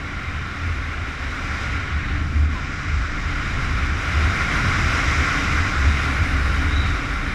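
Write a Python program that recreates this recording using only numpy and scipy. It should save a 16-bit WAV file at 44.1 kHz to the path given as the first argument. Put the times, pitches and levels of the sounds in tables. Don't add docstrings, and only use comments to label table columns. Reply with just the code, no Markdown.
import sys
import numpy as np
from scipy import signal
from scipy.fft import rfft, irfft, next_fast_len
from scipy.io import wavfile
from scipy.ndimage import uniform_filter1d, map_coordinates

SR = 44100
rng = np.random.default_rng(int(sys.argv[2]) if len(sys.argv) > 2 else 0)


def makeup_ratio(level_db):
    decades = np.asarray(level_db, float) / 20
    return 10 ** decades


def wav_out(sig):
    wavfile.write(sys.argv[1], SR, np.round(np.clip(np.atleast_2d(sig).T, -1, 1) * 32767).astype(np.int16))


N = 323694
TIME_S = np.arange(N) / SR


def unit(x):
    return x / np.sqrt(np.mean(x ** 2) + 1e-20)


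def curves(rows):
    times_s, *columns = np.transpose(rows)
    return [np.interp(TIME_S, times_s, column) for column in columns]


def wobble(rate):
    points = rng.standard_normal(int(N * rate / SR) + 4)
    return map_coordinates(points, [np.arange(N) * rate / SR])


def bump(centre_s, length_s):
    return np.exp(-3 * ((TIME_S - centre_s) / length_s) ** 2)


def slope(points):
    table_hz, db = np.transpose(points)
    return lambda hz: makeup_ratio(np.interp(np.log(hz + 1), np.log(table_hz), db, left=-120, right=-120))


def cavity(modes, steep):
    wall_hz = 7900

    def gain(hz):
        power = 0
        for centre_hz, width_hz, db in modes:
            detuning = (hz * hz - centre_hz * centre_hz) / (width_hz * hz + 1)
            power = power + makeup_ratio(2 * db) / (1 + detuning ** 2) ** steep
        return np.sqrt(power / (1 + (hz / wall_hz) ** 14))
    return gain


def turbulence(gain, patchy_db):
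    cells = signal.stft(rng.standard_normal(N + 512), nperseg=512)[2]
    patches = uniform_filter1d(rng.standard_normal(cells.shape), size=8, axis=0)
    patches = unit(uniform_filter1d(patches, size=8, axis=1))
    noise = signal.istft(cells * makeup_ratio(patchy_db * patches), nperseg=512)[1][:N]
    size = next_fast_len(N + 8192)
    spectrum = rfft(noise, size) * gain(np.fft.rfftfreq(size, 1 / SR))
    return unit(irfft(spectrum, size)[:N])


def smeared_tone(hz, blur_rate, steady):
    phase = 2 * np.pi * np.cumsum(hz) / SR
    in_step = (steady + wobble(blur_rate)) * np.sin(phase)
    return unit(in_step + wobble(blur_rate) * np.cos(phase))


def evened(x, share):
    envelope = np.abs(signal.hilbert(x, next_fast_len(N))[:N])
    return unit(x / (envelope + 0.92) ** np.clip(share, 0, 1))


# start_s, airspeed as rush level_db,
# edge_db (hiss over rush, as the case edge turns into the stream), seal_db (fizz over rush, draught at the seal)
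WIND = [(0, -33, -19.5, -34.5), (.9, -32, -19, -34.5), (1.36, -31, -17, -33), (1.62, -28.5, -16.5, -34),
        (1.92, -30, -21, -39), (2.18, -30.5, -21.5, -37), (2.25, -34.5, -16.5, -31.5),
        (2.49, -33.5, -16, -33), (2.68, -32, -15.5, -38), (3.26, -30, -16, -36), (3.33, -29, -17, -34.5),
        (4.0, -27.5, -17, -32), (4.25, -25, -17, -32), (5.05, -22.5, -14.5, -32), (5.75, -25, -15.5, -32.5),
        (6.4, -26.5, -18.5, -29.5), (6.9, -27.5, -16.5, -31.5), (7.34, -29.5, -20, -32)]
USUAL_DB = -29


def wind():
    rush_db, edge_db, seal_db = curves(WIND)
    return rush_db - USUAL_DB, edge_db, seal_db


# centre_s, level_db, rocking pitch_hz, length_s
KICKS = [(0.32, -28.5, 81.2, 0.11), (0.698, -28, 82.4, 0.25), (1.031, -27, 78, 0.13),
         (1.265, -33, 69.7, 0.092), (1.406, -33, 79.3, 0.073), (1.585, -30, 68, 0.28),
         (1.76, -24.5, 79.9, 0.067), (1.964, -23, 74, 0.048), (2.242, -21.5, 76.1, 0.24),
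         (2.387, -16.5, 73, 0.073), (2.468, -15, 75.4, .11), (2.96, -21, 75.6, 0.14),
         (3.241, -25.5, 75, .15), (3.577, -23.5, 83.9, 0.18), (3.719, -17.5, 77.9, .06),
         (3.841, -21, 72, 0.052), (3.966, -23, 75.6, .16), (4.224, -18.5, 74.35, .2), (4.42, -23, 70.2, .1),
         (4.562, -21.5, 74.56, 0.074), (4.673, -20, 81.7, .05), (4.859, -21.5, 77, .22),
         (5.164, -25.5, 74.14, 0.42), (5.47, -19, 67, 0.061), (5.607, -21.5, 72.3, .16),
         (5.875, -18.5, 69.96, 0.16), (6.11, -24, 71.9, 0.11), (6.357, -22, 66.2, .36),
         (6.644, -18, 71.35, 0.22), (6.89, -17, 72.9, 0.15)]


def kicks():
    times_s, _, pitch_hz, _ = np.transpose(KICKS)
    strikes = sum(makeup_ratio(2 * db) * bump(at, long) ** 1.62 for at, db, _, long in KICKS)
    tremble = makeup_ratio(2 * (-31.5 + 0.45 * wind()[0]))
    return 10 * np.log10(strikes + tremble), np.interp(TIME_S, times_s, pitch_hz)


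# start_s, sway_db (large eddies round the helmet), rim_db (smaller ones shed from its rim)
EDDIES = [(0, -37, -37), (.6, -35.5, -35), (1.2, -35.5, -39), (1.64, -33, -34), (1.98, -36, -35.5),
          (2.12, -28, -32.5), (2.5, -30.5, -32.5), (2.78, -36, -36), (3.04, -29, -33.5), (3.8, -28.5, -34),
          (4.2, -34, -33), (4.6, -29.5, -28), (5.25, -29.5, -33.5), (5.78, -30, -30.5), (6.15, -33, -32),
          (6.36, -28, -33), (6.85, -28, -32.5), (7.34, -29, -33.5)]
# pitch_hz, level_db (per Hz)
SWAY = [(10, -30), (18, -5), (28, -3), (40, -1), (52, 0), (64, -8), (100, -40)]
THUMP = [(35, -30), (52, -9), (64, -3), (74, 0), (86, -1), (95, -3), (105, -14), (130, -24), (200, -50)]
SHUDDER = [(70, -33), (105, 0.5), (135, 3), (160, -2.5), (220, -4.5), (300, -9.5), (400, -21.5), (700, -52)]


def buffeting():
    sway_db, rim_db = curves(EDDIES)
    thump_db, rocking_hz = kicks()
    shudder_db = rim_db + 0.039 * (thump_db - thump_db.mean()) + 0.51 * wobble(9)
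    flutter_db = 2.4 * wobble(24)

    sway = makeup_ratio(sway_db + 1.1) * evened(turbulence(slope(SWAY), patchy_db=-1.0), share=0.94)
    swing = smeared_tone(rocking_hz, blur_rate=9, steady=5.6)
    mount = turbulence(slope(THUMP), patchy_db=0.1) + 0.85 * swing
    thump = makeup_ratio(thump_db - 0.83 + flutter_db) * evened(mount, share=0.67)
    shaking = evened(turbulence(slope(SHUDDER), patchy_db=0.05), share=0.092)
    return sway + thump + makeup_ratio(shudder_db + 0.4) * shaking


# centre_s, depth_db, length_s
LULLS = [
    (2.036, 2, .05),
    (2.483, 6, .04),
    (3.11, 1, .06),
    (3.93, 3, 0.056),
    (6.215, 2, .03),
    (6.75, 1.5, 0.084),
    (.69, -1, .06),
    (6.042, -1, 0.12),
]
# pitch_hz, level_db (per Hz)
ROAR = [(200, -42), (300, 2.5), (400, 0), (550, -2.5), (800, -1), (900, -8), (1100, -13), (2000, -52)]
FIZZ = [(6500, -30), (8000, -3), (8600, -1), (9500, 0), (10400, -5), (11200, -5), (12000, -7), (12800, -15),
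        (13600, -14), (14200, -21), (15200, -29), (16000, -70)]
# pitch_hz, width_hz, level_db
RUSH_MODES = [(1126, 180, -4.5), (1339, 150, -2), (1425, 112, 0), (1562, 260, -5), (1860, 370, -5.5),
              (2103, 250, -3.5), (2336, 280, -6.5), (2870, 690, -15.5), (3750, 500, -16.5)]
HISS_MODES = [(5015, 580, 2), (5660, 370, 0.5), (6210, 300, -4), (6800, 430, -5.5), (7630, 280, -4.5)]


def airstream():
    speed_db, edge_db, seal_db = wind()
    lull_db = -sum(depth_db * bump(at, long) for at, depth_db, long in LULLS)
    gust = wobble(16) + 0.94 * wobble(45)

    roar_db = -40.5 + 0.78 * speed_db + 0.34 * (seal_db - seal_db.mean()) + 0.43 * lull_db
    rush_db = USUAL_DB + speed_db + 0.42 * lull_db
    hiss_db = USUAL_DB + speed_db + edge_db + 0.61 * lull_db
    fizz_db = USUAL_DB + 2.5 + speed_db + seal_db + 1.2 * lull_db

    roar = makeup_ratio(roar_db - 0.03) * turbulence(slope(ROAR), patchy_db=0.24)
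    rush = makeup_ratio(rush_db + 0.31 + 0.21 * gust) * turbulence(cavity(RUSH_MODES, steep=1.387), patchy_db=0.72)
    hiss = makeup_ratio(hiss_db - 0.16 + 0.21 * gust) * turbulence(cavity(HISS_MODES, steep=1.25), patchy_db=0.6)
    fizz = makeup_ratio(fizz_db - 2.0 + 0.66 * gust) * turbulence(slope(FIZZ), patchy_db=0.9)
    return roar + rush + hiss + fizz


# start_s, level_db
ENGINE = [(0.0, -42), (0.18, -45.5), (3.8, -40), (4.29, -43.5), (4.35, -40), (4.46, -69), (4.5, -35),
          (4.62, -42.5), (5.25, -35), (5.29, -45), (5.36, -31.5), (5.93, -44), (6.09, -28.5), (6.15, -41.5),
          (6.36, -33), (6.54, -45), (6.58, -33), (7.34, -41)]
FIRING_HZ, FIRING_RISE_HZ_PER_S, FIRING_WANDER_HZ = 275, 0.4, 8


def engine():
    level_db, = curves(ENGINE)
    firing_hz = FIRING_HZ + FIRING_RISE_HZ_PER_S * TIME_S + FIRING_WANDER_HZ * wobble(4)
    drone = smeared_tone(firing_hz, blur_rate=56, steady=0)
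    crank = smeared_tone(firing_hz / 2, blur_rate=18, steady=0.19)
    return makeup_ratio(level_db - 0.5) * drone + makeup_ratio(level_db - 7.0) * crank


# start_s, pitch_hz, level_db
SWISH = [
    (2.5, 1200, -54),
    (2.53, 1120, -41.5),
    (2.575, 1010, -40),
    (2.62, 930, -54),
]


def swish():
    pitch_hz, level_db = curves(SWISH)
    tone = makeup_ratio(level_db) * smeared_tone(pitch_hz, blur_rate=60, steady=1.5)
    return tone * (TIME_S > SWISH[0][0]) * (TIME_S < SWISH[-1][0])


WHISTLE_S, WHISTLE_LENGTH_S, HALO_LENGTH_S = 6.805, 0.16, 0.26
WHISTLE_HZ, WHISTLE_ARCH_HZ = 3600, 320
TONE_DB, HALO_DB = -36, -39


def whistle():
    catch = bump(WHISTLE_S, WHISTLE_LENGTH_S)
    pitch_hz = WHISTLE_HZ + WHISTLE_ARCH_HZ * catch
    tone = makeup_ratio(TONE_DB) * catch ** 1.8 * smeared_tone(pitch_hz, blur_rate=160, steady=1.6)
    breath = smeared_tone((pitch_hz + 3760) / 2, blur_rate=420, steady=0)
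    return tone + makeup_ratio(HALO_DB) * bump(WHISTLE_S, HALO_LENGTH_S) * breath


def scene():
    return (buffeting() + airstream() + engine() + swish() + whistle())[None]


def thinned(x, edge_hz, under_db, follow):
    hz, _, cells = signal.stft(x, SR, nperseg=1024)
    power = uniform_filter1d(np.abs(cells) ** 2, size=4, axis=1)
    fizz = power[:, (hz > 8000) & (hz < 12000)].mean(axis=1, keepdims=True)
    usual = np.exp(np.log(fizz).mean())
    bar = usual * (fizz / usual) ** follow * makeup_ratio(2 * under_db)
    weak = (power < bar) & (hz[:, None] > edge_hz)
    return signal.istft(cells * ~weak, SR, nperseg=1024)[1][:, :N]


def band_limit(x):
    return signal.sosfilt(signal.butter(12, 15150, fs=SR, output="sos"), x)


# pitch_hz, level_db (per Hz)
SELF_NOISE = [(9000, -20), (12500, -1), (15300, 0), (16000, -30)]


def record(dry):
    heard = dry + makeup_ratio(-80.5) * turbulence(slope(SELF_NOISE), patchy_db=1)
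    mix = thinned(heard, edge_hz=12800, under_db=-16.5, follow=0.5)
    return band_limit(mix)


dry = scene()
out = record(dry)
wav_out(out)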